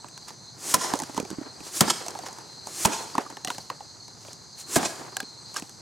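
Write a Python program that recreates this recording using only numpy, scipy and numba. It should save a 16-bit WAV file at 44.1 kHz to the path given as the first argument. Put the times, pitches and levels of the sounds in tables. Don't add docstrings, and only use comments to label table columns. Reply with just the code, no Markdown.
import sys
import numpy as np
from scipy import signal
from scipy.fft import rfft, irfft
from scipy.io import wavfile
from scipy.ndimage import uniform_filter1d
from numba import njit

SR = 44100
rng = np.random.default_rng(int(sys.argv[2]) if len(sys.argv) > 2 else 0)


def generate_wav(signal):
    frames = np.transpose(np.atleast_2d(signal))
    scaled = np.clip(frames, -1, 1) * 32767
    pcm = np.round(scaled).astype(np.int16)
    wavfile.write(sys.argv[1], SR, pcm)


N = 256220

# t/s, crack level/dB, boom level/dB, thud level/dB, knock level/dB, snap level/dB,
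# favoured thud f/Hz, favoured knock f/Hz, bite length/s, near wall level/dB, far wall level/dB,
# body left minus right/dB
BLOWS = [(.740, -11.5, -34, -21, -10, -27, 316, 1040, 0.0027, -12, -21, -4),
         (1.8065, -13, -52, -13, -12.5, -19, 197, 1130, 0.003, -12.5, -4, -.6),
         (2.8489, -16, -23, -16, -9.5, -14.5, 300, 886, 0.008, -9, -38, -4),
         (4.7575, -18.5, -32, -14.5, -10.5, -15, 279, 730, 0.011, -12, -4.5, -1.2)]
# lag t/s, t60/s, rise/s
TREES = (0.028, 0.45, 0.17)
SIDES = np.array([[1], [-1]])


def undb(db):
    return 10 ** (np.asarray(db) / 20)


def level(x, db):
    return x * undb(db) / np.sqrt(np.mean(x ** 2))


def curve(points, s):
    return np.interp(s, *np.transpose(points))


@njit
def svf(x, g, k):
    y = np.empty(len(x))
    band_state, low_state = 0., 0.
    for i in range(len(x)):
        v = (band_state + g[i] * (x[i] - low_state)) / (1 + g[i] * (g[i] + k))
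        band_state = 2 * v - band_state
        low_state += 2 * g[i] * v
        y[i] = k * v
    return y


def band(n, hz, width, steep=False):
    g = np.tan(np.pi * np.clip(hz, 20, .45 * SR) / SR) + np.zeros(n)
    k = width / np.mean(hz)
    x = svf(rng.standard_normal(n), g, k)
    if steep:
        x = svf(x, g, k)
    return level(x, 0)


def walk(rate):
    k = int(N * rate / SR) + 2
    return 0.86 * np.interp(np.arange(N) * rate / SR, np.arange(k), rng.standard_normal(k))


def fade(n, t60, rise, lag=0.):
    t = np.maximum(np.arange(n) / SR - lag, 0)
    return (1 - np.exp(-t / max(rise, 1e-5))) * undb(-60 * t / max(t60, .002))


def ring(n, modes, rise, lag=0., apart=0.23):
    t = np.arange(n) / SR
    chance = rng.standard_normal((len(modes), 4))
    x = np.zeros((2, n))
    for (hz, db, t60), (strike, detune, shift, lead) in zip(modes, chance):
        phase = 0.93 * shift + apart * np.sign(lead) * SIDES
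        wave = np.sin(2 * np.pi * hz * (1 + 0.022 * detune) * (t - lag) + phase)
        x += undb(db + 5.2 * strike) * wave * fade(n, t60, rise, lag)
    return x / np.abs(x).max()


def add(out, x, s, pan_db):
    i = int(s * SR)
    x = x * undb(np.array([[pan_db], [-pan_db]]) / 2)
    out[:, i:i + x.shape[1]] += x[:, :N - i]


def wide(make, spread):
    return make() + spread * make() * SIDES


def echo(x, lag, t60, rise, spread):
    n = int((lag + t60 + 3 * rise) * SR)
    patches = undb(1.7 * np.repeat(rng.standard_normal(SR // 200), 200)[:n])
    answer = wide(lambda: rng.standard_normal(SR)[:n], spread) * fade(n, t60, rise, lag) * patches
    return signal.fftconvolve(x[None], answer / np.sqrt(np.sum(answer ** 2) / 2), axes=1)


def background():
    # (t/s, level/dB)
    choirs = [(4190, 320, 3.95, [(0, -52), (1.3, -58.5), (1.6, -52.5), (2.3, -56.5), (2.62, -50),
              (3.3, -55), (3.85, -54), (5.15, -54.5), (5.45, -52), (5.81, -56.5)]),
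              (4720, 690, 3.4, [(0, -56.5), (5.81, -57)]), (6250, 920, 0.98, [(0, -57), (5.81, -57)]),
              (8010, 770, 3.1, [(0, -60), (.47, -74), (1.2, -71), (1.3, -60), (1.6, -63), (3.3, -73),
              (3.85, -63), (4.1, -75), (5.15, -71), (5.45, -65), (5.81, -62)])]
    # f/Hz, level per Hz/dB
    drone_colour = [(15, -52), (25, -28), (119, 6.5), (397, -11.5), (668, -12.5), (806, -10), (1700, -18),
                    (2230, -20.5), (3310, -67), (3600, -14.5), (4680, -42), (7920, -120)]
    out = undb(-59.5) * wide(lambda: band(N, 6570, 3900, steep=True), 0.2)
    for hz, width, flutter_db, swell in choirs:
        drift = hz * (1 + .006 * walk(6))
        db = curve(swell, np.arange(N) / SR) + flutter_db * walk(12) + 0.56 * walk(45)
        out += undb(db) * wide(lambda: band(N, drift, width, steep=True), 0.22)
    f, per_hz_db = np.transpose(drone_colour)
    bins_hz = np.arange(1, N // 2 + 2) * SR / N
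    colour = undb(np.interp(np.log(bins_hz), np.log(f), per_hz_db))
    drone = wide(lambda: irfft(rfft(rng.standard_normal(N)) * colour, N), 0.58) * undb(0.87 * walk(8.8))
    return out + level(drone, -54.5)


def shuffle():
    # loudest t/s, low level/dB, high level/dB, t60/s
    stirs = [(.27, -61, -55, 0.53), (.68, -48, -68, 1.5), (.85, -42, -39, 1.28), (1.17, -55, -52, 0.65),
             (1.32, -52.5, -65, 2.4), (1.67, -52.5, -45, 0.72), (1.95, -48.5, -48.5, 3.4),
             (2.22, -56, -57, 1.1), (2.93, -44, -43.5, 1.33), (3.23, -49.5, -56, 0.71),
             (3.51, -56, -47.5, 1.03), (4.27, -57, -50.5, 0.5), (4.83, -38.5, -38.5, 0.47),
             (5.0, -49.5, -53.5, 1.5), (5.55, -62, -51, 1.1)]
    rise_db_s, still_low_db, still_high_db = 154, -64, -68
    t = np.arange(N) / SR
    low_power, high_power = undb(still_low_db) ** 2, undb(still_high_db) ** 2
    for s, low_db, high_db, t60 in stirs:
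        shape_db = np.where(t < s, rise_db_s * (t - s), -60 * (t - s) / t60)
        low_power = low_power + undb(low_db + shape_db) ** 2
        high_power = high_power + undb(high_db + shape_db) ** 2

    def low_noise():
        x = band(N, 852, 540, steep=True) + undb(-0.5) * band(N, 367, 167)
        return x + undb(-4.0) * band(N, 1380, 1400, steep=True)

    low = wide(low_noise, 0.56)
    high = wide(lambda: band(N, 5670, 6500, steep=True), 0.11)
    low_flicker = undb(3.04 * walk(70) + 2.3 * walk(220))
    high_flicker = undb(2.7 * walk(72))
    return np.sqrt(low_power) * low_flicker * low + np.sqrt(high_power) * high_flicker * high


def knocks():
    # t/s, ring level/dB, ring f/Hz, ring t60/s,
    # ground thud level/dB, overtones level/dB, first overtone f/Hz, tick level/dB
    small_knocks = [(.043, -30.5, 980, 0.0069, -43.5, -47.5, 1660, -53),
                    (.084, -62, 1050, 0.024, -55, -45, 1570, -37),
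                    (.176, -40, 990, 0.0074, -70, -43, 1600, -35),
                    (.282, -37, 850, 0.011, -53, -45, 1610, -32),
                    (.304, -35.5, 855, .016, -47, -44, 1870, -40),
                    (.936, -13.5, 850, 0.008, -18.5, -25, 1670, -20.5),
                    (.954, -31, 540, .02, -45, -48, 2020, -27),
                    (0.989, -36, 814, .018, -44, -45, 1750, -22.5),
                    (.999, -29.5, 864, 0.033, -39, -32.5, 1850, -24),
                    (1.019, -27.5, 860, 0.016, -31, -42, 1610, -26),
                    (1.034, -36, 1080, 0.016, -32, -35, 1630, -29),
                    (1.094, -33.5, 697, 0.013, -35, -53, 1860, -50),
                    (1.145, -37, 940, 0.014, -38, -40, 1970, -33),
                    (1.165, -32, 1100, 0.011, -42, -53, 1580, -33),
                    (1.176, -16.5, 924, 0.012, -21, -33, 1410, -25.5),
                    (1.199, -26, 495, 0.017, -25, -32, 2330, -24.5),
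                    (1.226, -44, 689, .018, -28.5, -52, 1920, -40),
                    (1.25, -37.5, 794, .02, -37, -41.5, 2340, -39),
                    (1.302, -38, 865, 0.0092, -35, -38, 1490, -29.5),
                    (1.311, -43, 552, 0.014, -26.5, -42, 1530, -40),
                    (1.327, -39, 547, 0.014, -28.5, -51, 1510, -45),
                    (1.383, -46, 1150, 0.022, -24.5, -50, 2070, -54),
                    (1.412, -37, 580, 0.015, -28, -50, 1470, -52),
                    (1.463, -49, 577, .023, -36.5, -61, 1480, -54),
                    (1.604, -43.5, 850, .023, -36, -42, 2530, -43),
                    (1.878, -23, 900, 0.025, -24, -29, 1700, -34),
                    (2.063, -29.5, 726, 0.021, -45, -39, 1890, -30),
                    (2.082, -27.5, 940, .009, -40.5, -39, 2700, -22.5),
                    (2.105, -48, 980, .02, -47, -53, 1800, -31),
                    (2.15, -28.5, 850, 0.031, -44, -41, 1650, -45),
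                    (2.188, -30.5, 754, 0.028, -54, -40, 1990, -32.5),
                    (2.234, -34, 820, .012, -49, -52, 1650, -40),
                    (2.263, -29.5, 880, 0.0081, -57, -38, 1840, -38),
                    (2.284, -35.5, 770, .02, -57, -42, 1450, -35),
                    (2.308, -41, 880, .02, -54, -52, 1450, -46),
                    (2.328, -47, 950, .028, -55, -57, 1870, -36),
                    (2.384, -35, 880, 0.0059, -47, -44, 1520, -37),
                    (2.67, -27, 870, 0.0058, -46, -44, 1750, -29),
                    (3.151, -18, 1026, 0.014, -28, -50, 1630, -28),
                    (3.18, -12, 910, 0.013, -19, -25.5, 1800, -27),
                    (3.261, -33, 1030, .028, -42, -51, 1790, -45),
                    (3.3, -37, 960, 0.011, -42, -41, 1600, -36),
                    (3.324, -35.5, 960, .014, -38.5, -51, 1580, -44),
                    (3.369, -32.5, 860, 0.015, -47, -35, 1800, -42),
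                    (3.447, -33.5, 725, 0.092, -35.5, -27, 1880, -20.5),
                    (3.473, -29, 1210, 0.011, -34.5, -25, 2030, -34),
                    (3.481, -30.5, 720, 0.028, -37, -30, 1920, -31),
                    (3.502, -23.5, 970, 0.022, -33.5, -24, 1440, -25),
                    (3.547, -46, 540, .017, -46, -38.5, 1750, -42),
                    (3.581, -28, 840, 0.012, -37.5, -33.5, 1560, -28),
                    (3.7, -21, 1055, 0.011, -50, -29.5, 1940, -34),
                    (3.805, -31.5, 810, 0.021, -60, -47.5, 1900, -49),
                    (4.08, -42, 942, 0.014, -48, -50, 2230, -38.5),
                    (4.249, -40, 694, .012, -58, -45, 1490, -48),
                    (4.283, -37, 603, 0.01, -45, -43.5, 2450, -50),
                    (4.33, -55, 1020, .02, -47, -58, 2190, -32),
                    (4.829, -23, 790, .02, -26, -30, 1710, -35), (5.12, -52, 900, .02, -57, -54, 1800, -47),
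                    (5.167, -30, 776, 0.028, -53, -20, 1610, -20),
                    (5.202, -32.5, 770, 0.031, -44, -22.5, 1650, -27.5),
                    (5.228, -60, 565, .025, -32, -38, 1680, -44),
                    (5.542, -42, 1120, .015, -54, -44, 2010, -32),
                    (5.561, -22, 1160, 0.033, -56, -33, 2890, -29),
                    (5.567, -50, 1050, 0.046, -52, -43, 2540, -20),
                    (5.579, -43, 910, 0.023, -44, -45, 2560, -34),
                    (5.597, -52, 1080, .018, -55, -40, 1860, -29),
                    (5.622, -38, 760, .02, -30, -39, 2630, -36),
                    (5.693, -58, 1150, .017, -54, -56, 1680, -34)]
    # t/s, left minus right/dB
    knock_pan = [(0, -5), (1.3, -6.5), (3.2, -2.5), (5.8, -2.2)]
    # multiple of the ring f, level/dB
    main_modes = [(1, 8), (1.14, -2.5), (1.37, -9), (.68, -14)]
    # multiple of the first overtone f, level/dB
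    upper_modes = [(1, 4.5), (1.5, -3.5), (2.1, -13)]
    # f/Hz, level/dB, t60/s
    ground_modes = [(285, 0, .022), (200, -12, .03), (390, -10, .02)]
    tick_t60_s, overtone_t60_s = 0.016, .022
    out, n = np.zeros((2, N)), int(.12 * SR)
    for s, ring_db, hz, t60, thud_db, over_db, over_hz, tick_db in small_knocks:
        pan_db = curve(knock_pan, s)
        wood = ring(n, [(hz * m, d, t60) for m, d in main_modes], 0.0033)
        rattle = wide(lambda: band(n, 596, 850, steep=True), 0.33) * fade(n, 0.16, 0.001)
        thud = ring(n, ground_modes, 0.0062)
        body = undb(ring_db) * (wood + undb(-17) * rattle) + undb(thud_db) * thud
        add(out, body, s + 0.001487, pan_db)

        overtones = ring(n, [(over_hz * m, d, overtone_t60_s / m) for m, d in upper_modes], 0.00032, 0, 0.26)
        overtones = overtones + undb(-1.0) * band(n, 3300, 2400) * fade(n, tick_t60_s, 0.0001)
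        tick = wide(lambda: band(n, 6470, 5300, steep=True), 0.13) * fade(n, tick_t60_s, 0.00055)
        add(out, undb(over_db) * overtones + undb(tick_db) * tick, s + 0.00052, 0.18 * pan_db)
    return out


def bird():
    # t/s, peak level/dB, middle f/Hz
    chirps = [(.1894, -59, 4760), (.2165, -47, 4660), (1.6294, -50, 4380), (1.6583, -46, 4520),
              (2.164, -45, 4450), (2.219, -43.5, 4600), (2.2794, -50, 4870), (2.579, -50, 4810),
              (2.603, -48, 4540), (2.647, -44.5, 4690), (3.0834, -49, 4360), (3.131, -39.5, 4670),
              (3.55, -47, 4500), (3.595, -44, 4550), (3.994, -42, 4360), (4.0164, -42.5, 4370),
              (4.042, -45, 4370), (4.52, -47, 4800), (5.3687, -50, 4440), (5.409, -47, 4650),
              (5.4535, -44.5, 4660)]
    out, n = np.zeros((2, N)), int(0.027 * SR)
    for s, db, hz in chirps:
        slide = hz * (1 + np.linspace(.045, -.045, n))
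        whistle = np.sin(2 * np.pi * np.cumsum(slide) / SR) * np.hanning(n)
        add(out, undb(db) * whistle, s, 0)
    return out


def scrapes():
    # start t/s, length/s, level/dB
    drags = [(0.274, .03, -46), (1.157, 0.035, -43.5), (2.251, 0.034, -42.5), (3.5, 0.032, -45),
             (5.55, .055, -38)]
    out = np.zeros((2, N))
    for s, length, db in drags:
        n = int(length * SR)
        grains = undb(9.7 * uniform_filter1d(rng.standard_normal(n), size=40)) * np.hanning(n) ** 0.54

        def rub():
            x = band(n, 5360, 6000, steep=True) + undb(-7.5) * band(n, 2230, 1300)
            return x + undb(-4) * band(n, 1100, 400)

        add(out, undb(db) * grains * wide(rub, 0.15), s, -1.2)
    return out


def swings():
    # start t/s, fastest t/s, blade hiss level/dB, handle whoosh level/dB
    downswings = [(0.534, 0.712, -30, -44.5), (1.682, 1.772, -30, -47), (2.628, 2.835, -30.5, -47.5),
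                  (4.637, 4.751, -29.5, -43)]
    # t/s, level/dB
    turns = [(1.672, -45), (2.682, -49.5), (4.604, -42.5)]
    hiss_db_per_decade, whoosh_db_per_decade = 44.5, 27.5
    slow_hz, fast_hz, ease_db_s, turn_half_width_s = 6700, 7280, -150, 0.028
    out = np.zeros((2, N))
    for (start, fastest, hiss_db, whoosh_db), blow in zip(downswings, BLOWS):
        t = np.arange(blow[0] - .25, blow[0] + .03, 1 / SR)
        n = len(t)
        speed = np.clip((t - start) / (fastest - start), .01, 1)
        ease_db = ease_db_s * np.maximum(t - fastest, 0)
        turn = sum(undb(db) * np.exp(-((t - s) / turn_half_width_s) ** 2) for s, db in turns)
        hiss = band(n, slow_hz + (fast_hz - slow_hz) * speed, 7000, steep=True)
        hiss = hiss + undb(-9.0) * band(n, 1540, 4000)
        whoosh = band(n, 335, 62) + undb(-6.0) * band(n, 1086, 170) + undb(-27.0) * band(n, 1600, 740)
        hiss_gain = undb(hiss_db + hiss_db_per_decade * np.log10(speed) + ease_db) + turn
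        whoosh_gain = undb(whoosh_db + whoosh_db_per_decade * np.log10(speed) + ease_db)
        swish = hiss_gain * hiss + whoosh_gain * whoosh
        add(out, swish, t[0], 0)
        add(out, undb(-11.5) * echo(swish, *TREES, 0.6), t[0], 0)
    return out


def blows():
    # f/Hz, level/dB, t60/s
    log_modes = [(69, 0, 0.048), (137, -8, 0.04), (159.6, 0, 0.071), (219, -3, 0.097), (256, -6, 0.043),
                 (335, 2, 0.053), (398, 0, 0.03), (520, 0, 0.038), (675, 4.5, 0.038), (848, -2.5, 0.041),
                 (936, -1, 0.031), (1016, 0.5, 0.058), (1290, -2.5, 0.029), (1617, 0.5, 0.038),
                 (1951, -5.5, 0.048), (2583, -1.5, 0.036), (3170, 9, 0.017)]
    # lag t/s, t60/s, rise/s
    walls = [(0.064, 0.14, 0.016), (0.09, 0.025, 0.0051)]
    crack_t60_s, knock_lag_s, thud_lag_s = 0.02, 0.00301, 0.00735
    held_down = 0.66
    air_and_leaves = signal.butter(2, [280, 8500], "bandpass", fs=SR, output="sos")
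    out, n = np.zeros((2, N)), int(.3 * SR)
    for (s, crack_db, boom_db, thud_db, knock_db, snap_db, thud_hz, knock_hz, bite,
         near_db, far_db, pan_db) in BLOWS:
        tearing = undb(23.7 * uniform_filter1d(rng.standard_normal(n), size=30))
        fibre_noise = band(n, 6700, 8400, steep=True) + undb(-6.5) * band(n, 1240, 3400)
        fibre_noise = fibre_noise + undb(-12.5) * band(n, 10800, 7600)
        after_bite = undb(-60 * bite / 0.18) * fade(n, crack_t60_s, 0, bite)
        biting = np.where(np.arange(n) < bite * SR, fade(n, 0.068, 0.096 * bite), after_bite)
        crack = undb(crack_db) * tearing * fibre_noise * (biting + undb(-10.0) * fade(n, 0.073, 0.0019))

        modes = []
        for f, d, t60 in log_modes:
            octaves_off = abs(np.log2(f / (thud_hz if f < 450 else knock_hz)))
            modes.append((f, d - 14 * min(octaves_off, .8), t60 * held_down))
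        # level/dB, lowest f/Hz, highest f/Hz, lag/s, microphone phase/rad
        parts = ((boom_db, 0, 120, knock_lag_s, .6), (thud_db, 120, 450, thud_lag_s, .45),
                 (knock_db, 450, 1400, knock_lag_s, .4), (snap_db, 1400, 4000, knock_lag_s, .25))
        body = sum(undb(db) * ring(n, [m for m in modes if low < m[0] < high], 0.0028, lag, apart)
                   for db, low, high, lag, apart in parts)
        rumble = wide(lambda: band(n, 257, 140) + undb(-3.0) * band(n, 750, 480), 0.48)
        rumble = rumble * fade(n, 0.25, 0.0006, knock_lag_s)
        crack_width = 0.14 * np.roll(crack, 9) * SIDES
        add(out, crack + crack_width, s, 0)
        add(out, body + undb(thud_db - 8.5) * rumble, s, pan_db)

        far = signal.sosfilt(air_and_leaves, crack + undb(-2) * body.mean(axis=0))
        for db, wall in zip((near_db, far_db), walls):
            add(out, undb(db) * echo(far, *wall, 0.16), s, -1.1)
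        add(out, undb(-10) * echo(far, *TREES, 0.23), s, -1.1)
    return out


def scene():
    return background() + shuffle() + knocks() + bird() + scrapes() + swings() + blows()


def record(dry):
    x = signal.sosfilt(signal.butter(1, 45, "highpass", fs=SR, output="sos"), dry)
    rounded = np.tanh(1.386 * x) / 1.221
    return signal.sosfilt(signal.ellip(10, .2, 90, 16100, fs=SR, output="sos"), rounded)


dry = scene()
out = record(dry)
generate_wav(out)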